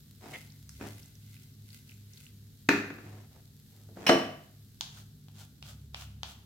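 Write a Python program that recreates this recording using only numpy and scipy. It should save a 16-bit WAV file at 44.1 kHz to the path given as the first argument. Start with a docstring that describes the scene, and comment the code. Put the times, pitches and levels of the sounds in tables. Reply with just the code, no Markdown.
"""A wooden spatula stirs cauliflower in sauce in a nonstick pan: tiny slips make it scrape and squelch,
its edge squeaks, and films of sauce snap. Two loud knocks ring out in the small kitchen, the second
a heavy bump led by a metallic clink. Then a second wooden utensil taps the spatula and wipes it clean.
Underneath, steam bubbles sizzle faintly over the low, throbbing hum of an appliance."""
import sys
import numpy as np
from scipy import signal
from scipy.fft import rfft, irfft
from scipy.io import wavfile

SR = 44100
rng = np.random.default_rng(int(sys.argv[2]) if len(sys.argv) > 2 else 0)


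def waveform_to_disk(signal):
    """Save audio, clipped to [-1, 1], as 16-bit WAV at the path in sys.argv[1]."""
    frames = np.transpose(np.atleast_2d(signal))
    scaled = np.clip(frames, -1, 1) * 32767
    samples = np.round(scaled).astype(np.int16)
    wavfile.write(sys.argv[1], SR, samples)


N = 284445
T = np.arange(N) / SR
RING = T[:int(.8 * SR)]  # time axis of a ringing tail

# strokes through the wet food: (peak t/s, rise/s, fall/s, level/dB)
WET_STROKES = [(0.361, 0.19, 0.17, -55), (.87, 0.2, 0.31, -56), (1.34, 0.19, 0.23, -61),
               (1.76, .12, 0.069, -55.5), (1.906, 0.053, 0.037, -58.5), (2.199, 0.13, 0.12, -58.5)]


def undb(db):
    """Decibels to gain."""
    return 10 ** (np.asarray(db) / 20)


def unit(x):
    """Scale to an average energy of one per channel."""
    return x / np.sqrt(np.mean(np.sum(x ** 2, axis=-1)))


def curve(rows):
    """Straight-line automation through (t/s, value) points."""
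    return np.interp(T, *np.transpose(rows))


def fade(t60):
    """Exponential decay, 60 dB down after t60 seconds."""
    return np.exp(-np.log(1000) * RING / t60)


def convolve(x, response):
    """Pass a sound through a response, keeping its length."""
    return signal.oaconvolve(np.atleast_2d(x), np.atleast_2d(response), axes=-1)[:, :x.shape[-1]]


def colour(x, points, size=8192):
    """Minimum-phase EQ through (f/Hz, level/dB) points that keeps the power of white noise."""
    hz, db = np.transpose(points)
    bin_hz = np.arange(size // 2 + 1) * SR / size
    log_gain = np.interp(np.log(bin_hz + 1), np.log(hz), np.log(undb(db)))
    cepstrum = irfft(log_gain)[:size // 2]
    cepstrum[1:] *= 2
    return convolve(x, unit(irfft(np.exp(rfft(cepstrum, size)))))


def ports(pair, split_hz=850, least_width=0.27):
    """Two microphone ports hear long waves nearly alike and short waves differently."""
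    hz = np.arange(pair.shape[-1] // 2 + 1) * SR / pair.shape[-1]
    width = np.clip(hz / np.hypot(hz, split_hz), least_width, 1)
    mid, side = rfft(pair) * np.sqrt([1 - width ** 2 / 2, width ** 2 / 2])
    return irfft(np.array([mid + side, mid - side]), pair.shape[-1])


def noise(size):
    """Diffuse stereo noise."""
    return ports(rng.standard_normal((2, size)))


def walk(per_s):
    """Random drift with a spread near one."""
    knots = rng.standard_normal(512)
    return np.interp(T * per_s, np.arange(len(knots)), knots)


def grains(per_s, spread_db):
    """Random tiny clicks of uneven size, rms one."""
    sizes = rng.standard_normal((2, N)) * undb(spread_db * np.clip(rng.standard_normal(N), -2, 2))
    fires = rng.random(N) < per_s / SR
    return unit(ports(sizes * fires)) * np.sqrt(N)


def add(track, s, sound):
    """Mix a sound in at s seconds."""
    start = int(s * SR)
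    track[..., start:start + sound.shape[-1]] += sound[..., :N - start]


def kitchen(x, wet_db, t60_s=0.54, treble_t60_s=0.48, treble_hz=4000, build_s=0.0039):
    """Direct sound plus the dense echo of hard walls, whose treble dies first."""
    field = noise(len(RING))
    low = signal.sosfilt(signal.butter(2, treble_hz, fs=SR, output="sos"), field)
    tail = field * fade(treble_t60_s) + low * (fade(t60_s) - fade(treble_t60_s))
    onset = 1 - np.exp(-(RING / build_s) ** 2)
    return x + undb(wet_db) * convolve(x, unit(tail * onset))


def push(db, contact_ms, size=1024):
    """Force pulse of a blow; a longer contact leaves out the treble."""
    force = np.exp(-RING[:size] * 1000 / contact_ms)
    return undb(db) * np.sqrt(SR / 100) * force / force.sum()


def scatter(spread_ms, count=4, size=4096):
    """Waves run to and fro in the struck object (all-pass echoes), reaching each port by its own path."""
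    lags = rng.uniform(.3, 1.7, (count, 1, 1)) * spread_ms / count * SR / 1000
    lags = lags + rng.uniform(0, 5, (count, 2, 1))
    delay = np.exp(-2j * np.pi * np.arange(size // 2 + 1) * np.ceil(lags) / size)
    return irfft(np.prod((.65 + delay) / (1 + .65 * delay), axis=0))


def crack(hits, eq, spread_ms, wet_db):
    """The sharp attack of each blow in the room; an optional pitch ratio stands for where it lands."""
    track = np.zeros((2, N))
    for s, db, contact_ms, *ratio in hits:
        shifted_eq = [(hz * np.prod(ratio), gain_db) for hz, gain_db in eq]
        add(track, s, colour(convolve(scatter(spread_ms), push(db, contact_ms)), shifted_eq))
    return kitchen(track, wet_db)


def ring(hits, modes, build_s, apart_hz=2500):
    """Struck modes swell and ring on; high ones reach the ports out of step."""
    force = np.zeros(N)
    for s, db, contact_ms in hits:
        add(force, s, push(db, contact_ms))
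    response = 0
    for hz, db, t60 in modes:
        lag = rng.uniform(0.32, 1) * min(hz / apart_hz, 1) * np.array([[1], [-1]])
        response = response + undb(db) * fade(t60) * np.sin(2 * np.pi * hz * RING + lag)
    return convolve(force, response * (1 - np.exp(-RING / build_s))) / np.sqrt(SR / 100)


def rub(strokes, eq, per_s):
    """Tiny slips follow the pressure of each stroke, which judders in the hand."""
    pressure = sum(undb(db) * np.interp(T, [s - rise, s, s + fall], [0, 1, 0])
                   for s, rise, fall, db in strokes)
    slips = grains(per_s, spread_db=3) * undb(2 * walk(110))
    return colour(slips * pressure, eq)


def tone(hz):
    """A sine of rms one that follows a moving pitch."""
    return np.sqrt(2) * np.sin(2 * np.pi * np.cumsum(hz) / SR)


def appliance(hum_hz=103, upper_hz=147, drone_hz=68.8, throb_hz=2.68, throb_depth=.55, crest_s=.16):
    """Throbbing, wavering motor tones over a low rumble."""
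    # slow level ride of the hum: (t/s, level/dB)
    hum_ride = [(0, -61.5), (.5, -61.5), (.8, -51), (1.3, -55.5), (2.5, -55.5), (3.15, -51), (3.55, -63.5),
                (3.75, -55), (4.7, -58.5), (5.2, -54.5), (5.6, -58), (6.05, -52.5), (6.45, -59)]
    # the deep drone swells, holds and sinks back: (middle t/s, length/s, level/dB)
    drone_swells = [(0.755, .26, -55), (5.998, 0.79, -52.5)]
    # EQ of the rumble: (f/Hz, level/dB)
    rumble_eq = [(20, -30), (40, -8.5), (52, -6.5), (85, -0.5), (110, -3.5), (150, 1.5), (175, -8.5),
                 (205, -3.5), (260, -7), (320, -19.5), (410, -17), (550, -31.5), (1000, -37.5), (3000, -56)]
    throb = 1 + throb_depth * np.cos(2 * np.pi * throb_hz * (T - crest_s))
    motor = tone(hum_hz + 1.3 * walk(3.3)) + undb(-13) * tone(200 + 4 * walk(12))
    hum = undb(curve(hum_ride)) * throb * motor
    upper = undb(-62 + 2.4 * walk(3.6)) * tone(upper_hz + 4 * walk(18))
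    surge = sum(undb(db) * np.exp(-(2 * (T - s) / length) ** 4) for s, length, db in drone_swells)
    drone_pitch = drone_hz + .8 * walk(3)
    drone = (undb(-75) + surge) * (tone(drone_pitch) + undb(-7) * tone(2 * drone_pitch))
    return hum + upper + drone + undb(-58) * colour(noise(N), rumble_eq)


def sizzle(crackle_db=-7):
    """Countless small steam bubbles burst in the sauce; a few stand out as crackle."""
    # the frying eases off: (t/s, level/dB)
    frying_ride = [(0, -64), (4.7, -65.5), (5.2, -67.5), (6.45, -69)]
    # bright EQ of the bubbles: (f/Hz, level/dB)
    bubble_eq = [(400, -13.5), (1000, -12), (1550, -3.5), (2500, -5.5), (3900, 3), (6000, -1.5),
                 (7600, -1.5), (9500, -5), (12500, 2), (16000, -5)]
    crackle = undb(crackle_db) * grains(per_s=350, spread_db=5)
    bubbles = noise(N) + crackle
    level = undb(curve(frying_ride) + 1 + .4 * walk(8.4))
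    return colour(bubbles * level, bubble_eq)


def squelches(hollow_db=-70):
    """The spatula slips through wet food, with the barest ring from the hollow it digs."""
    # EQ of the wet food: (f/Hz, level/dB)
    food_eq = [(600, -20), (1150, -20), (1550, -1.5), (1780, -20), (2050, 4.5), (2300, -6.5), (2600, -1),
               (3400, -3.5), (5500, -4.5), (9000, -5.5), (16000, -7.5)]
    # resonance of the hollow: (f/Hz, level/dB)
    hollow_eq = [(1000, -30), (1520, 3), (2000, -9.5), (3500, -33)]
    food = rub(WET_STROKES, food_eq, per_s=1200)
    return food + undb(hollow_db) * rub(WET_STROKES, hollow_eq, per_s=910)


def faint_films(per_stroke=2, relative_db=-5, spread_db=2.5, hz=5600, spread_octaves=.4):
    """Each wet stroke bursts a few faint films of sauce at chance moments: (t/s, level/dB, f/Hz)."""
    return [(rng.uniform(s - rise, s + fall),
             db + relative_db + spread_db * rng.uniform(-1, 1),
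             hz * 2 ** (spread_octaves * rng.uniform(-1, 1)))
            for s, rise, fall, db in WET_STROKES for _ in range(per_stroke)]


def sauce_pops(decay_cycles=7):
    """Each snapping film of sauce swells and rings for a few cycles against the pan's wall."""
    # the films that stand out: (t/s, level/dB, f/Hz)
    loud_films = [(1.058, -59, 6940), (1.365, -60, 2500), (1.894, -57, 2620), (1.917, -59, 2500),
                  (2.134, -57.5, 5800), (2.173, -56, 4063), (2.265, -56.5, 2887)]
    track = np.zeros((2, N))
    for s, db, hz in loud_films + faint_films():
        snap = unit(np.sin(2 * np.pi * hz * RING) * RING * fade(decay_cycles / hz))
        add(track, s, undb(db) * np.sqrt(SR / 100) * convolve(scatter(spread_ms=1.5), snap))
    return track


def pan_scrapes():
    """The spatula drags along the pan with a dark, grainy scrape."""
    # strokes on the pan: (peak t/s, rise/s, fall/s, level/dB)
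    strokes = [(.262, 0.062, 0.041, -47), (.345, 0.067, 0.041, -48.5), (.846, 0.06, 0.067, -43),
               (3.15, 0.29, 0.13, -54.5), (3.36, 0.069, 0.065, -60.5), (3.74, .06, .25, -69),
               (4.04, 0.1, 0.035, -46.5)]
    # EQ of the scraped pan: (f/Hz, level/dB)
    pan_eq = [(40, -48.5), (100, -6.5), (290, 0), (420, -3), (550, -6), (740, -3.5), (1100, -11.5),
              (2100, -14), (3500, -21), (7000, -23), (16000, -42)]
    return rub(strokes, pan_eq, per_s=2500)


def squeak(start_s=.331, length_s=0.037, hz=2060, db=-45, rasp_db=-2):
    """The spatula's edge sticks and slips quickly and unevenly on the coating."""
    gate = np.clip(1 - (2 * (T - start_s) / length_s - 1) ** 2, 0, 1) ** .5
    waver = .07 * np.roll(walk(700), int(start_s * SR))
    band = signal.butter(2, [1900, 3200], "band", fs=SR, output="sos")
    rasp = unit(signal.sosfilt(band, rng.standard_normal((2, N)))) * np.sqrt(N)
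    return undb(db) * gate * (tone(hz * (1 + waver)) + undb(rasp_db) * rasp)


def wood_taps():
    """Wood taps lightly on wood: short, bright clicks."""
    # taps: (t/s, level/dB, contact/ms, pitch ratio)
    hits = [(.6924, -47.5, 0.02, 1.66), (4.8090, -32, 0.016, 1.04), (4.8183, -45, .05, 0.95),
            (5.284, -47, 0.21, .95), (5.626, -45, 0.038, 0.885), (5.9450, -33.5, 0.081, 0.87),
            (6.021, -45, .1, .86), (6.2323, -27.5, 0.11, 0.99)]
    # EQ of a tap: (f/Hz, level/dB)
    tap_eq = [(200, -21), (450, -19.5), (820, -3.5), (1100, -7.5), (1450, -6), (2200, -9.5), (3250, 5.5),
              (4200, 2), (5200, -1), (6400, -0.5), (8000, -13), (16000, -16)]
    return crack(hits, tap_eq, spread_ms=0.63, wet_db=-3.5)


def pan_knocks(rock_s=2.9025, gap_s=.081, rock_db=-33.5, loss_db=7, rock_contact_ms=0.22):
    """Wood knocks the pan into ringing; after the loud knock it rocks in even, weakening rebounds."""
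    # knocks: (t/s, level/dB, contact/ms)
    hits = [(.8100, -32.5, 0.35), (2.6885, -14.5, 0.057)]
    # EQ of the attack: (f/Hz, level/dB)
    attack_eq = [(35, -35), (100, -18), (300, -1), (500, -13.5), (1000, -15.5), (1750, -3.5), (2250, -10.5),
                 (2500, -2), (3000, -21), (4100, -14), (5200, -21), (6500, -17), (8500, -28.5),
                 (16000, -25.5)]
    # modes of the pan: (f/Hz, level/dB, t60/s)
    modes = [(166.8, -25.5, 0.59), (199, -17, 0.3), (280.7, -8, 0.38), (296.5, -13.5, 0.4),
             (338, -11, 0.24), (403, -10, 0.35), (919, -12.5, 0.17), (1724, -19, .4), (1780, -19.5, 0.4),
             (2490, -12, 0.16), (2400, -13, 0.2)]
    rebounds = [(rock_s + k * gap_s, rock_db - k * loss_db, rock_contact_ms) for k in range(4)]
    attack = crack(hits + rebounds, attack_eq, spread_ms=2.6, wet_db=-1.0)
    return attack + undb(1.5) * ring(hits, modes, build_s=0.011)


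def heavy_bumps():
    """Dull, heavy blows set low modes ringing."""
    # bumps: (t/s, level/dB, contact/ms)
    hits = [(3.887, -45.5, 0.94), (3.9695, -38, 0.43), (4.0902, -20, 0.018), (4.0935, -12, 0.079)]
    # EQ of the attack: (f/Hz, level/dB)
    attack_eq = [(35, -52), (100, -13), (220, -1.5), (400, -3), (700, -0.5), (1000, -9), (1600, -7),
                 (2800, -16), (4500, -16), (7000, -23), (9000, -26.5), (16000, -43)]
    # modes that give the bump its body: (f/Hz, level/dB, t60/s)
    modes = [(131, -26, 0.42), (156.9, -20, 0.71), (202, -14.5, 0.48), (267.7, -13, 0.42),
             (342.8, -3.5, 0.29), (439, -4.5, 0.35), (478, -13.5, 0.33), (535, -21, .38), (614, -33.5, .35),
             (637, -11, 0.14), (648, -9.5, 0.29), (866, -16.5, 0.24), (1157, -16, 0.44)]
    return crack(hits, attack_eq, spread_ms=4.5, wet_db=-2.5) + ring(hits, modes, build_s=0.014)


def metal_clink():
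    """Struck metal chatters and rings high."""
    # chattering contacts: (t/s, level/dB, contact/ms)
    hits = [(4.0655, -17.5, 0.039), (4.0765, -25, 0.017), (4.092, -34.5, 0.14)]
    # EQ of the attack: (f/Hz, level/dB)
    attack_eq = [(35, -43.5), (150, -5.5), (400, -10), (900, -6), (1500, -9.5), (2800, 1.5), (3600, -10.5),
                 (4700, -15), (5600, -0.5), (6500, -21), (9000, -17), (16000, -17.5)]
    # modes of the metal: (f/Hz, level/dB, t60/s)
    modes = [(2510, -11, .25), (2979, -8, .5), (3017, -9, .48), (4102, -15, .4), (5216, -18, .42),
             (5459, -16, .4), (5648, -15, .33)]
    attack = crack(hits, attack_eq, spread_ms=5, wet_db=1.5)
    return undb(-3.5) * attack + ring(hits, modes, build_s=.001)


def wood_wipes(rise_s=0.082, fall_s=0.062):
    """Wood wipes along wood after the closing taps, always with the same swing."""
    # wipes: (peak t/s, level/dB)
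    wipes = [(4.984, -52.5), (5.409, -51.5), (5.695, -49.5), (6.009, -47.5), (6.296, -50.5)]
    # EQ of rubbed wood: (f/Hz, level/dB)
    wood_eq = [(250, -26), (500, -12), (780, -2.5), (1050, -9.5), (1450, -0.5), (1850, -11), (2400, -8.5),
               (3300, -3.5), (5000, -6), (7000, -7.5), (9500, -12.5), (16000, -14)]
    return rub([(s, rise_s, fall_s, db) for s, db in wipes], wood_eq, per_s=4000)


def scene():
    """Impacts, stirring and sizzle sit a hair to the left, over the appliance."""
    impacts = pan_knocks() + heavy_bumps() + metal_clink() + wood_taps()
    stirring = kitchen(pan_scrapes() + wood_wipes() + squelches() + squeak() + sauce_pops(), wet_db=-8)
    balance = undb(0.24 * np.array([[1], [-1]]))
    return (impacts + stirring + sizzle()) * balance + appliance()


def record(dry):
    """A steep low-pass cuts the top at 16 kHz."""
    return signal.sosfilt(signal.ellip(10, .2, 80, 16000, fs=SR, output="sos"), dry)


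dry = scene()
out = record(dry)
waveform_to_disk(out)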